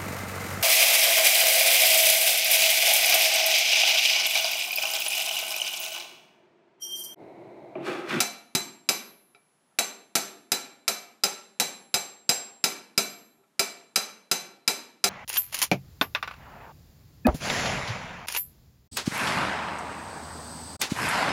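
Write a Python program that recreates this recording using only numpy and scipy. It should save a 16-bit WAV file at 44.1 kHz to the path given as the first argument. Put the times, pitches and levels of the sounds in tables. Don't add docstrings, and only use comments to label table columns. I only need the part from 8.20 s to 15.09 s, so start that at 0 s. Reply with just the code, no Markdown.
import sys
import numpy as np
from scipy import signal
from scipy.fft import rfft, irfft, next_fast_len
from scipy.io import wavfile

SR = 44100
rng = np.random.default_rng(int(sys.argv[2]) if len(sys.argv) > 2 else 0)


def generate_wav(signal):
    frames = np.transpose(np.atleast_2d(signal))
    scaled = np.clip(frames, -1, 1) * 32767
    pcm = np.round(scaled).astype(np.int16)
    wavfile.write(sys.argv[1], SR, pcm)


N = 303849


def undb(db):
    return 10 ** (np.asarray(db) / 20)


def fade(t, t60):
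    return np.exp(-np.log(1000) * t / t60)


def colour(x, points):
    size = next_fast_len(len(x) + SR // 10, real=True) * 2
    hz, db = np.transpose(points)[:2]
    bins = np.fft.rfftfreq(size, 1 / SR)
    gain_db = np.interp(np.log(bins + 1), np.log(hz), db)
    cepstrum = irfft(np.log(undb(gain_db)))
    cepstrum[1:size // 2] *= 2
    cepstrum[size // 2 + 1:] = 0
    response = np.exp(rfft(cepstrum))
    return irfft(rfft(x, size) * response)[:len(x)]


def lowpass(x, hz, order=2):
    sos = signal.butter(order, min(hz, SR / 2 - 1), fs=SR, output="sos")
    return signal.sosfilt(sos, x)


def add(track, s, sound):
    start = max(int(s * SR), 0)
    part = sound[:len(track) - start]
    track[start:start + len(part)] += part


def air():
    # frequency in Hz, gain in dB.
    air_tone = [(25, -80), (70, -86), (130, -58.5), (200, -55), (400, -59.5), (1000, -61), (2500, -69.5),
                (5000, -74), (10000, -75), (15000, -88)]
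    swell = np.interp(np.arange(N), np.linspace(0, N, 30), rng.standard_normal(30))
    return colour(rng.standard_normal(N), air_tone) * undb(.8 * swell)


def crackle(t, hold, t60):
    # frequency in Hz, gain in dB.
    crack_tone = [(40, -59), (100, -37), (200, -16.5), (300, -21), (750, -16), (1050, -17.5), (1450, -14.5),
                  (1850, -13.5), (2600, -8.5), (3200, -14.5), (4500, -9.5), (5900, -9.5), (6700, -13.5),
                  (7400, -7), (8200, -13), (12000, -14), (12600, -18), (15000, -20)]
    envelope = np.clip(t / 0.00014, 0, 1) * fade(np.maximum(t - hold, 0), t60)
    size = SR // 8
    spectrum = rfft(rng.standard_normal(size) * envelope[:size])
    even = irfft(spectrum / np.abs(spectrum), size) * np.sqrt(np.sum(envelope ** 2))
    onset = np.clip(t[:size] / 0.00034, 0, 1)
    closing = np.clip((.07 - t[:size]) / 0.096, 0, 1)
    return np.pad(colour(even * onset * closing, crack_tone), (0, len(t) - size))


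def push_thud(t, thud_db):
    # frequency in Hz, gain in dB.
    thud_tone = [(25, -32), (60, -22), (100, -5.5), (150, 10), (230, 8.5), (400, 2), (800, -23.5),
                 (3000, -53)]
    deep_hz = 120
    deep_db = -3 + 0.71 * thud_db
    push = [(hz, db + deep_db * (hz < deep_hz)) for hz, db in thud_tone]
    thud = np.zeros(len(t))
    add(thud, 0, undb(thud_db) * colour(signal.unit_impulse(SR // 20), push))
    return thud


def modes(table, t, detune, scatter_db):
    out = np.zeros(len(t))
    draws = rng.standard_normal((len(table), 3))
    for (hz, db, t60), (shift, size, phase) in zip(table, draws):
        u = t[:int(2 * t60 * SR)]
        cycles = hz * (1 + detune * shift) * u + phase
        level = undb(db + scatter_db * size)
        out[:len(u)] += level * fade(u, t60) * np.sin(2 * np.pi * cycles)
    return out


def wall_clang(t, ping_db):
    # frequency in Hz, level in dB, time to fall 60 dB in seconds.
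    clang_modes = [(394.5, -39, 0.22), (703, -36, 0.11), (792.4, -39, 0.16), (869, -45.5, 0.1),
                   (1346.7, -27, .09), (2340, -27, 0.073), (2639, -29.5, 0.053), (3905, -24, 0.095),
                   (4988, -16, 0.051), (5126, -29, 0.057), (5450, -35.5, .06), (6070, -22.5, 0.041)]
    wall = [(hz, db + ping_db * (4900 < hz < 5100), t60) for hz, db, t60 in clang_modes]
    return modes(wall, t, detune=.005, scatter_db=1.5)


def stake_ring(t, ring_db, free_db, whistle_db, stretch):
    # frequency in Hz, level in dB, time to fall 60 dB in seconds.
    ring_modes = [(2292, -44, .35), (2316, -39, .45), (3671, -62, .9), (4000, -30, .26), (4013, -43, .55),
                  (4023, -41, .55), (6182, -38, .33), (6202, -31.5, .38), (6944, -63, .8), (7564, -37, .52),
                  (7588, -41, .25), (9540, -52, .52), (10070, -51, .22), (10982, -65, 1.7),
                  (11654, -41, .47), (11668, -45, .3)]
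    hz, db, t60 = np.transpose(ring_modes)
    loose = undb(.35 * free_db * (abs(hz - 7570) < 100))
    whistle = whistle_db * (abs(hz - 10982) < 100)
    held = np.where(hz > 10500, stretch, 1)
    steel = np.transpose([hz, db + 20 * np.log10(loose) + whistle, t60 * loose * held])
    return undb(ring_db) * modes(steel, t, detune=.00015, scatter_db=2.2)


def strike(thud_db, ping_db, ring_db, bright_db, free_db, whistle_db, stretch=1):
    t = np.arange(SR) / SR
    crack = crackle(t, hold=0.0034, t60=0.047)
    treble = crack - lowpass(crack, 9400, order=1)
    crack = crack + (undb(bright_db) - 1) * treble
    thud = push_thud(t, thud_db)
    clang = wall_clang(t, ping_db)
    ring = stake_ring(t, ring_db, free_db, whistle_db, stretch)
    return crack, thud, clang, ring


def blow(s, thud_db, ping_db, wait_s):
    # time in seconds, looseness in dB.
    seating = [(0, -8), (.69, -4), (1.95, 0), (3.74, 4), (4.09, -6), (5.39, -0.5), (6.48, -6)]
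    # time in seconds, change in dB.
    whistle = [(.69, 7), (2.68, -9), (3.4, 8), (4.78, -3.5), (5.76, -7.5)]
    seating_db = np.interp(s, *np.transpose(seating))
    whistle_db = np.interp(s, *np.transpose(whistle))
    pause_s = .5
    return strike(thud_db, ping_db,
                  ring_db=-0.12 + 0.082 * whistle_db,
                  bright_db=0.86 + 0.1 * thud_db,
                  free_db=seating_db + 0.82 * thud_db,
                  whistle_db=whistle_db,
                  stretch=1.5 if wait_s > pause_s else 1)


def workshop():
    # frequency in Hz, gain in dB, time to fall 60 dB in seconds.
    room_tail = [(60, -42.5, 0.13), (127, -32.5, 0.76), (185, -34, 0.85), (278, -26.5, 0.88),
                 (450, -29.5, 0.69), (1013, -29.5, 0.57), (2260, -36.5, 0.53), (4800, -37, .44),
                 (8800, -36.5, 0.33), (13600, -36.5, 0.26)]
    size = 3 * SR // 4
    t = np.arange(size) / SR
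    hz, db, t60 = np.transpose(room_tail)
    noise = rfft(rng.standard_normal(size))
    bins = np.fft.rfftfreq(size, 1 / SR)
    edges = np.geomspace(42, SR / 2, 21)
    tail = 0
    for lo, hi in zip(edges, edges[1:]):
        middle = np.log(lo * hi) / 2
        band = irfft(noise * ((bins >= lo) & (bins < hi)), size)
        level = undb(np.interp(middle, np.log(hz), db))
        tail = tail + band * level * fade(t, np.interp(middle, np.log(hz), t60))
    echoes = rng.standard_normal(size) * (rng.random(size) < .03) * fade(t, 0.15)
    early = colour(echoes, [(70, -27), (200, -2), (750, -1.0), (1500, -16.5), (12000, -19.0)])
    return (tail + early) * np.clip((t - .003) / 0.0052, 0, 1)


def in_room(crack, thud, clang, ring, rooms):
    stance = rng.standard_normal(len(rooms)) + .6
    response = stance @ rooms / np.linalg.norm(stance)
    spread = crack + undb(-13.5) * thud + undb(-8) * clang + undb(-7) * ring
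    echoes = signal.fftconvolve(spread[:len(response)], response)[:len(crack)]
    return crack + thud + clang + ring + echoes


def knock(dull_hz):
    crack, thud, clang, ring = strike(thud_db=2, ping_db=-6, ring_db=8, bright_db=0, free_db=0, whistle_db=0)
    crack = undb(-4.5) * lowpass(crack, dull_hz)
    clang = undb(8.5) * lowpass(clang, dull_hz, order=4)
    ring = lowpass(ring, dull_hz, order=10)
    return crack, thud, clang, ring


def scene():
    # start in seconds, force in dB, thud in dB, 5 kHz ping in dB.
    blows = [(0.0037, 1, -1.5, -4.5), (0.3501, -2, 12.5, -2.5), (0.6895, 1, -5, 2), (1.5876, 0.4, -4, -21),
             (1.9534, 1.5, .2, -9), (2.318, -0.6, 0.5, -2), (2.6792, -0.6, -2, -3.5), (3.0364, -.5, -2, 5),
             (3.399, 0.44, -3, -7), (3.7414, -0.8, 0.5, 2.5), (4.092, 0.6, 8, 5), (4.44, 0.44, -1, 1),
             (4.7774, 0.4, 6.5, 1), (5.394, 0, 0.5, -0.5), (5.7587, 0, -1, 2.5), (6.114, -0.5, -1.5, 1),
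             (6.4774, 0, -0.5, 1), (6.8406, 2, -4, 0)]
    # start in seconds, level in dB, frequency in Hz above which it is dull.
    knocks = [(1.148, -33, 2870), (1.513, -47, 1500), (5.182, -37, 710), (5.198, -43.5, 900),
              (5.236, -45, 2000)]
    out = air()
    rooms = np.array([workshop() for _ in range(5)])
    waits = np.diff([row[0] for row in blows], append=N / SR)
    for (s, force_db, thud_db, ping_db), wait_s in zip(blows, waits):
        hit = blow(s, thud_db, ping_db, wait_s)
        add(out, s, undb(force_db) * in_room(*hit, rooms))
    for s, db, dull_hz in knocks:
        add(out, s, undb(db) * in_room(*knock(dull_hz), rooms))
    return out[None]


def record(dry):
    ceiling = .66
    top_hz = 15350
    rounded = ceiling * np.tanh(dry / ceiling)
    return signal.sosfilt(signal.ellip(10, .2, 70, top_hz, fs=SR, output="sos"), rounded)


dry = scene()
out = record(dry)
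generate_wav(out)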